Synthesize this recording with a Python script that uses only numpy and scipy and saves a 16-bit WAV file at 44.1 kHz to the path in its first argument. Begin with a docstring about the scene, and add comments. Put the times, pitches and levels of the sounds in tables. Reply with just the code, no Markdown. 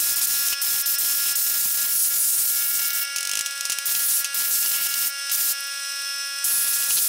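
"""In a workshop, a small motor whines on while a blow gun clears dust from a battery charger's circuit boards.
The whine is a stack of wavering partials, with steady tones and a rush of noise ringing in the casing.
The jet is shaped noise in blasts; it howls through resonances where it meets gaps between parts.
Short hard spits, probably of air, and bright metallic ticks are dying noise; one run of spits quickens.
A fast compressor pushes the whine down under hard jets."""
import sys
import numpy as np
from scipy import signal
from scipy.fft import rfft, irfft
from scipy.io import wavfile
from scipy.ndimage import uniform_filter1d, map_coordinates

SR = 44100
rng = np.random.default_rng(int(sys.argv[2]) if len(sys.argv) > 2 else 0)


def output_pcm(signal):
    """Save a mono or channel-first signal as 16-bit PCM at the path in sys.argv[1].

    Samples are clipped to [-1, 1] before scaling.
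    """
    pcm = np.clip(np.atleast_2d(signal).T, -1, 1) * 32767
    wavfile.write(sys.argv[1], SR, np.round(pcm).astype(np.int16))


N = 312228
T = np.arange(N) / SR   # s
HZ = np.maximum(np.arange(N // 2 + 1) * SR / N, 1)


def from_db(db):
    """Decibels to amplitude gain."""
    return 10 ** (np.asarray(db) / 20)


def rms_one(x):
    """Scale to rms 1."""
    return x / np.sqrt(np.mean(x ** 2) + 1e-20)


def in_time(rows):
    """Each column of a curve after t, drawn sample by sample."""
    s, *columns = np.transpose(rows)
    return [np.interp(T, s, column) for column in columns]


def colour(points):
    """Gain at every frequency, drawn between the points of a spectrum on a log frequency scale."""
    hz, db = np.transpose(points)
    return from_db(np.interp(np.log(HZ), np.log(hz), db))


def filtered(x, gain):
    """Apply a gain at every frequency."""
    return irfft(rfft(x) * gain, N)


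def noise(gain):
    """Noise of a given colour, rms 1."""
    return rms_one(filtered(rng.standard_normal(N), gain))


def drift(rate_hz):
    """Slow random movement with rms 1, mostly below the given rate."""
    return noise(1 / (1 + (HZ / rate_hz) ** 2))


def resonate(x, hz, width):
    """One two-pole resonance with gain near 1 at its peak."""
    r = np.exp(-np.pi * width / SR)
    feedback = [1, -2 * r * np.cos(2 * np.pi * hz / SR), r * r]
    return signal.lfilter([(1 - r * r) / 2, 0, (r * r - 1) / 2], feedback, x)


def band(hz, width):
    """Noise through a resonance applied twice, rms 1."""
    once = resonate(rng.standard_normal(N), hz, width)
    return rms_one(resonate(once, hz, width))


def dying(s, t60):
    """Envelope of a burst at time s: instant start, exponential decay, cut after a quarter second."""
    envelope = np.zeros(N)
    start = round(s * SR)
    age = T[:min(SR // 4, N - start)]
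    envelope[start:start + len(age)] = from_db(-60 * age / t60)
    return envelope


def workshop(x, wet_db, t60=0.07):
    """A short diffuse tail from the walls: decaying noise that starts 4 ms after the direct sound."""
    age = T[:SR // 2]
    tail = rng.standard_normal(len(age)) * from_db(-60 * age / t60) * (age > .004)
    tail = tail / np.sqrt(np.sum(tail ** 2))
    return x + from_db(wet_db) * signal.fftconvolve(x, tail)[:N]


# steady tones beside the whine: [f/Hz, rms level/dB]
SIDE_TONES = [(1200, -62.5), (5482, -47)]


def side_tones():
    """Pure tones that hold their pitch and level."""
    return np.sqrt(2) * sum(from_db(db) * np.sin(2 * np.pi * hz * T) for hz, db in SIDE_TONES)


# fundamental of the motor: [t/s, f/Hz]
MOTOR_SPEED = [(0, 279.0), (2.9, 279.2), (3.25, 279.3), (3.6, 278.8), (4.6, 278.6), (5.0, 278.7),
               (5.9, 278.6), (6.4, 278.8), (7.08, 278.7)]
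# partials in rising order from 1: [multiple of the fundamental, relative level/dB]
WHINE_PARTIALS = [(1, -41.5), (2, -24), (3, -26), (4, -21), (5, -4.5), (6, -3.5), (7, -13), (8, -18.5),
                  (9, -9), (10, -12), (11, -16), (12, -15), (13, -13), (14, -16.5), (15, -13.5),
                  (16, -17.5), (17, -12.5), (18, -9.5), (19, -2), (20, -11.5), (21, -6.5), (22, -13),
                  (23, -19), (24, -25), (25, -17), (26, -48), (27, -45), (28, -13), (29, -16), (30, -22),
                  (31, -16), (32, -12), (33, -41), (34, -26), (35, -21), (36, -25), (37, -48), (38, -41),
                  (39, -19), (40, -20), (41, -26), (42, -39), (43, -30), (44, -37), (45, -17)]
# partials that follow the lean: [multiple, level change/dB at lean 0, level change/dB at lean 1]
LEAN_SHADING = [(4, 3, -10.5), (5, 0, 2.5), (6, 0, -1), (8, 1, 14.5), (9, 2.5, -10), (10, 0.5, 7),
                (11, 2, 5), (12, 5.5, -5), (15, 2.5, -3.5), (33, 12, -9)]
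# the body leans to and fro and shifts the room's standing waves: [t/s, lean 0-1]
BODY_LEAN = [(0, 0.12), (1.1, 0.17), (2.3, 0.6), (2.6, .85), (3.05, 0.97), (3.5, 0.38), (4.3, 0.34),
             (4.9, 0.66), (5.45, 0.4), (6.0, 0.13), (7.08, 0.03)]
# the casing's ring near 5 kHz comes and goes: [t/s, level change/dB]
CASING_RING = [(0, 2.5), (1.1, 5.5), (1.6, -1), (2.4, -1), (2.65, 0.5), (3.5, -3), (4.1, -4), (5.1, -3),
               (5.3, 2), (5.6, 0.5), (5.95, 3.5), (6.38, 2), (6.6, -3.5), (7.08, -1)]


def whine(level_db=-36, jitter=0.00082, waver_db=1.34, fading_db=1.0):
    """Clean motor partials; high ones waver more, and each fades slowly as the standing waves shift."""
    (speed_hz,), (lean,), (ring_db,) = in_time(MOTOR_SPEED), in_time(BODY_LEAN), in_time(CASING_RING)
    phase = 2 * np.pi * np.cumsum(speed_hz * (1 + jitter * drift(23.8))) / SR
    shade_db = {round(k): upright_db + (leaning_db - upright_db) * lean
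                for k, upright_db, leaning_db in LEAN_SHADING}
    # partials 18 to 21 lie around the casing's ring
    shade_db.update({18: ring_db / 2, 19: ring_db, 20: ring_db, 21: ring_db / 2})
    # groups of partials share their movements
    wavers = [drift(6) for _ in range(7)]
    fades = [fading_db * drift(.8) for _ in range(5)]
    out = np.zeros(N)
    for k, (_, db) in enumerate(WHINE_PARTIALS, 1):
        height = min(k / 20, 1.5)
        waver = height * waver_db * wavers[k % len(wavers)]
        shade = shade_db.get(k, height * fades[k % len(fades)])
        tone = np.sin(k * phase + rng.uniform(0, 2 * np.pi))
        out += from_db(db + level_db + waver + shade) * tone
    return np.sqrt(2) * out   # table levels count as rms


# colour of the motor's noise before the casing: [f/Hz, relative level per Hz/dB]
RUSH_COLOUR = [(150, -5), (400, -31), (800, -14), (1300, -8.5), (2200, 0.5), (3700, -1.5), (4500, 1),
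               (7000, -1), (10000, 0.5), (10800, -4), (12000, -0.5), (13200, -3), (14200, 1), (15000, 3),
               (15700, -27)]
# resonances of the casing: [f/Hz, width/Hz, peak level/dB]
CASING_MODES = [(2345, 97, 3.7), (2787, 120, 16.2), (3350, 87, 13.3), (3960, 220, 10), (5260, 180, 20.9),
                (5910, 130, 15.4), (6240, 140, 5.1), (8300, 130, 16), (9330, 210, 16.4), (12600, 130, 2.1)]


def rush(level_db=-38.0, roughness_db=2.0, lean_db=4.0, treble_lean_db=-2.0):
    """The motor's rough noise, ringing in its casing and shaded by the lean and the ring."""
    casing_power = 1 + sum((from_db(db) ** 2 - 1) / (1 + (2 * (HZ - hz) / width) ** 2) ** 1.7
                           for hz, width, db in CASING_MODES)
    (lean,), (ring_db,) = in_time(BODY_LEAN), in_time(CASING_RING)
    low_cut = 1 / (1 + (250 / HZ) ** 6)
    whole = noise(colour(RUSH_COLOUR) * np.sqrt(np.abs(casing_power)) * low_cut)
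    low, below_treble = [filtered(whole, 1 / (1 + (HZ / hz) ** 12)) for hz in (3600, 7000)]
    middle, treble = below_treble - low, whole - below_treble
    out = low * from_db(lean_db * lean) + middle * from_db(0.18 * ring_db)
    out += treble * from_db(treble_lean_db * (lean - 2.0))
    return from_db(level_db + roughness_db * drift(70)) * out


# light metallic ticks as the hand moves: [t/s, level before the low cut/dB, f/Hz]
TICKS = [(5.606, -26, 10800), (5.641, -28, 10100), (5.668, -33, 13600)]


def ticks(t60=0.036, width=2500):
    """Small bright touches of metal: dying bands of noise with the lows cut."""
    touches = sum(from_db(db) * dying(s, t60) * band(hz, width) for s, db, hz in TICKS)
    return signal.sosfilt(signal.butter(2, 5000, "high", fs=SR, output="sos"), touches)


# dull pops as the blast catches the case: [t/s, level/dB, decay t60/s]
POPS = [(1.658, -13, 0.005), (6.906, -29, 0.03)]


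def pops(top_hz=3400):
    """A short push on the case: dying noise, dull in tone."""
    push = sum(from_db(db) * dying(s, t60) for s, db, t60 in POPS)
    return push * noise(1 / (1 + (HZ / top_hz) ** 8))


def quickening_spits(count=12, start_s=3.184, gap_s=.0229, quickens_s=.00048, t60=.034):
    """A quickening run of short spits, probably of air, mostly growing harder."""
    k = np.arange(count)
    s = start_s + gap_s * k - quickens_s * k * (k - 1) / 2
    first_db, last_db, scatter_db = -24, -16.5, 1.0   # relative, like the other spits
    db = np.linspace(first_db, last_db, count) + scatter_db * rng.standard_normal(count)
    return [(at, level, t60) for at, level in zip(s, db)]


# short hard spits, probably air spurting from the trigger or nozzle: [t/s, relative level/dB, decay t60/s]
SPITS = [(0.484, -16, 0.037), (0.529, -20, 0.039), (2.455, -27, 0.024), (2.905, -21, .02),
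         (3.161, -21, 0.089), (3.4606, -22, 0.074), (3.5085, -28, 0.031), (3.5768, -29, 0.027),
         (3.6091, -17.5, .016), (3.6531, -20.5, 0.056), (3.6979, -19, 0.068), (3.7203, -18, 0.062),
         (3.7862, -15, 0.024), (3.95, -14, 0.049), (4.181, -27, .03), (4.245, -17, 0.073),
         (4.556, -18, 0.037), (4.629, -20, .025), (4.661, -19, 0.066), (4.718, -12, 0.0097),
         (4.868, -21, 0.038), (4.94, -19, 0.029), (5.296, -25, 0.091), (6.906, -11, 0.053)]
# colour of every spit and rattle: [f/Hz, relative level per Hz/dB]
SPIT_COLOUR = [(40, -38), (250, -42), (700, -14), (1800, -11), (2350, 0.5), (2800, 9.5), (3500, 1.5),
               (4500, 5), (6200, 10), (8000, 5), (10500, 6.5), (12500, -2), (16000, -2.5)]


def spits(air, level_db=1, edge_db=-8, edge_t60=0.0095, rattles_per_s=22, rattle_db=-25,
          rattle_t60=0.021):
    """Short hard spits: dying noise with a faster edge; the air also rattles small parts at random."""
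    bursts = np.zeros(N)
    for s, db, t60 in [*SPITS, *quickening_spits()]:
        bursts += from_db(db) * (dying(s, t60) + from_db(edge_db) * dying(s, edge_t60))
    struck = rng.random(N) < rattles_per_s / SR
    rattles = struck * np.minimum(air, 1) * from_db(rattle_db + rng.uniform(-16, 2.9, N))
    decay = from_db(-60 / (rattle_t60 * SR))   # per sample
    bursts += signal.lfilter([1], [1, -decay], rattles + 1e-18)
    return from_db(level_db) * bursts * noise(colour(SPIT_COLOUR))


# trigger held: [opens t/s, closes t/s, base level/dB, level change over the blast/dB, base nozzle sizzle/dB]
BLASTS = [(0.0, 0.133, -15.5, 0, 0), (0.158, 0.198, -20.5, 4, 1.5), (0.212, 0.252, -14.5, 5, -4),
          (0.27, .535, -19, -8, 1), (.615, 0.815, -17, 1, 3), (0.858, 0.95, -18.5, 4, 1.5),
          (0.983, 1.328, -18, -6.5, 1), (1.354, 2.888, -19.5, -2.5, 4.5), (2.888, 2.928, -38, 0, 15),
          (2.93, 3.029, -23, 2, 5), (3.855, 4.211, -18.5, 1.5, 1.5), (4.343, 4.865, -21, 7, 2),
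          (4.884, 5.082, -16, 5, 3), (5.314, 5.523, -17, 1, 0), (6.441, 7.077, -19, 1.5, 0)]


def valve(open_s=.0028, close_t60=0.053, kick_db=6, kick_s=0.02, refill_s=0.028):
    """The valve snaps open with a kick of stored pressure, which a pause refills, and closes more softly."""
    flow, closed = np.zeros(N), -1
    for opens, closes, *_ in BLASTS:
        age = np.maximum(T - opens, 0)
        stored = min((opens - closed) / refill_s, 1)
        kick = from_db(stored * kick_db * np.exp(-np.minimum(age / kick_s, 20)))
        closing = from_db(-60 * np.clip((T - closes) / close_t60, 0, 2))
        flow += np.minimum(age / open_s, 1) * kick * closing
        closed = closes
    return flow


# the nozzle nears and leaves the parts, one curve per long blast: [t/s, level change/dB]
NOZZLE_SWEEPS = [
    [(1.36, 2), (1.5, 2), (1.58, -3), (1.66, 5), (1.8, -4), (2.02, 11.5), (2.12, 2), (2.22, 10.5),
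     (2.44, 7.5), (2.54, -0.5), (2.72, 1), (2.88, -2)],
    [(3.86, -1), (4.03, -1), (4.12, 5), (4.22, -3)],
    [(4.35, 0.5), (4.57, 4), (4.66, 1.5), (4.76, -3), (4.87, -2)],
    [(4.885, -15), (4.94, -7), (5.02, -9.5), (5.08, 2)],
    [(6.44, -1), (6.55, 2), (6.72, -2.5), (6.86, -6), (6.96, 11), (7.08, 2)],
]


def aim():
    """Jet strength and sizzle in dB: each blast has its own, and sweeps of the nozzle bend the strength."""
    current = np.maximum(np.searchsorted([row[0] for row in BLASTS], T, "right") - 1, 0)
    opens, closes, strength_db, change_db, sizzle_db = np.array(BLASTS)[current].T
    progress = np.clip((T - opens) / (closes - opens), 0, 1)
    sweep_db = sum(np.interp(T, *np.transpose(sweep), left=0, right=0) for sweep in NOZZLE_SWEEPS)
    return strength_db + change_db * (progress - .5) + sweep_db, sizzle_db


def board_echo(x, delay_ms, sway, share):
    """A reflection off the board combs the hiss; the comb moves with the nozzle."""
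    lag = delay_ms / 1000 * SR * np.exp(sway * drift(2.6))
    return x + share * map_coordinates(x, [np.arange(N) - lag], order=3, mode="nearest")


# colour of the jet before its zones are balanced: [f/Hz, relative level per Hz/dB]
JET_COLOUR = [(15, -40), (25, -24.5), (881, -22), (1090, -24), (1180, -20.5), (1360, -21), (1590, -19),
              (1730, -18.5), (2090, -18), (2810, -14.5), (3220, -13), (5370, -5), (8490, -3), (11100, -1.5),
              (15800, -2)]
# the jet crosses a gap or an edge: [middle t/s, length t/s, f/Hz, nominal width/Hz, level re jet/dB]
HOWLS = [(0.236, .025, 10900, 2500, -7), (0.537, 0.016, 2800, 300, -5), (0.898, 0.046, 13600, 1300, -2),
         (0.99, .05, 8500, 400, -9), (1.277, 0.054, 2960, 500, -14.5), (2.012, 0.15, 10500, 900, -1.5),
         (2.2, 0.41, 7300, 1200, -11), (2.222, 0.066, 10070, 850, 0), (2.38, 0.18, 9300, 1500, -5),
         (2.69, 0.028, 11200, 350, -2), (2.68, .35, 12800, 700, -12), (4.112, 0.17, 10400, 1800, -2.5),
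         (4.583, 0.43, 11600, 700, -10), (4.79, 0.2, 2780, 400, -16.5), (5.4, 0.26, 12200, 800, -11),
         (6.581, 0.31, 10900, 1200, -3.5), (6.98, 0.61, 10700, 1500, -6.5), (6.981, 0.023, 4260, 2400, -6)]


def jet(flutter_db=1.62, patchy_db=2.5, wander_db=0.6):
    """Turbulent hiss in four zones, brighter as it hits harder, with resonances where it crosses gaps."""
    strength_db, sizzle_db = aim()
    gained_db = strength_db + 18   # above the strength at the usual working distance
    # roar off the board and nozzle sizzle fall behind for each dB that the jet gains
    roar_db = 2 - 0.33 * gained_db + wander_db * drift(18)
    sizzle_db = sizzle_db - 0.1 * gained_db + wander_db * drift(15)
    air = noise(colour(JET_COLOUR))
    below = [1 / (1 + (HZ / hz) ** 6) for hz in (700, 4800, 12300)]
    zones = np.diff([0 * HZ, *below, 0 * HZ + 1], axis=0)
    rumble, roar, hiss, sizzle = [filtered(air, zone) for zone in zones]
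    out = rumble * from_db(2.0 * np.tanh(drift(25)) + 0.17 * roar_db)
    out += roar * from_db(roar_db - 1.5 + 1.7 * drift(30))
    out += hiss * from_db(patchy_db * drift(16))
    out += sizzle * from_db(sizzle_db + patchy_db * drift(55))
    power = np.ones(N)
    for s, length, hz, width, db in HOWLS:
        swell = from_db(db) * np.exp(-2 * np.minimum(((T - s) / length) ** 2, 20))
        out += swell * band(hz, width * 1.66)   # widened, as the second pass narrows the band
        power += swell ** 2
    # a howl takes its share of the jet's power
    out = board_echo(out / np.sqrt(power), delay_ms=.9, sway=0.13, share=0.12)
    return out * from_db(strength_db + flutter_db * drift(34))


def scene():
    """Blow gun and parts sound in the room over the dry motor; both channels are alike."""
    motor = whine() + side_tones() + rush()
    air = valve()
    work = air * jet() + spits(air) + pops() + ticks()
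    mono = workshop(work, wet_db=-24.5) + motor
    return np.array([mono, mono])


def record(dry, threshold_db=-20.0, squeeze=0.84, release_db_per_s=500, attack_s=0.00049):
    """A fast compressor turns loud moments down, peaks are rounded, then the top is cut steeply."""
    level_db = 10 * np.log10(np.maximum(uniform_filter1d(dry[0] ** 2, size=180), 1e-12))
    over_db = np.maximum(level_db - threshold_db, 0)
    # hold each peak and let it fall at the release rate
    held_db = np.maximum.accumulate(over_db + release_db_per_s * T) - release_db_per_s * T
    r = np.exp(-1 / (attack_s * SR))
    reduction_db = squeeze * signal.lfilter([1 - r], [1, -r], held_db)
    out = dry * from_db(-reduction_db)
    out = out / (1 + (out / .35) ** 8) ** (1 / 8)   # peaks stay below 0.35 before the top cut
    cutoff_hz = 15750
    return filtered(out, 1 / np.sqrt(1 + (HZ / cutoff_hz) ** 800))


dry = scene()
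out = record(dry)
output_pcm(out)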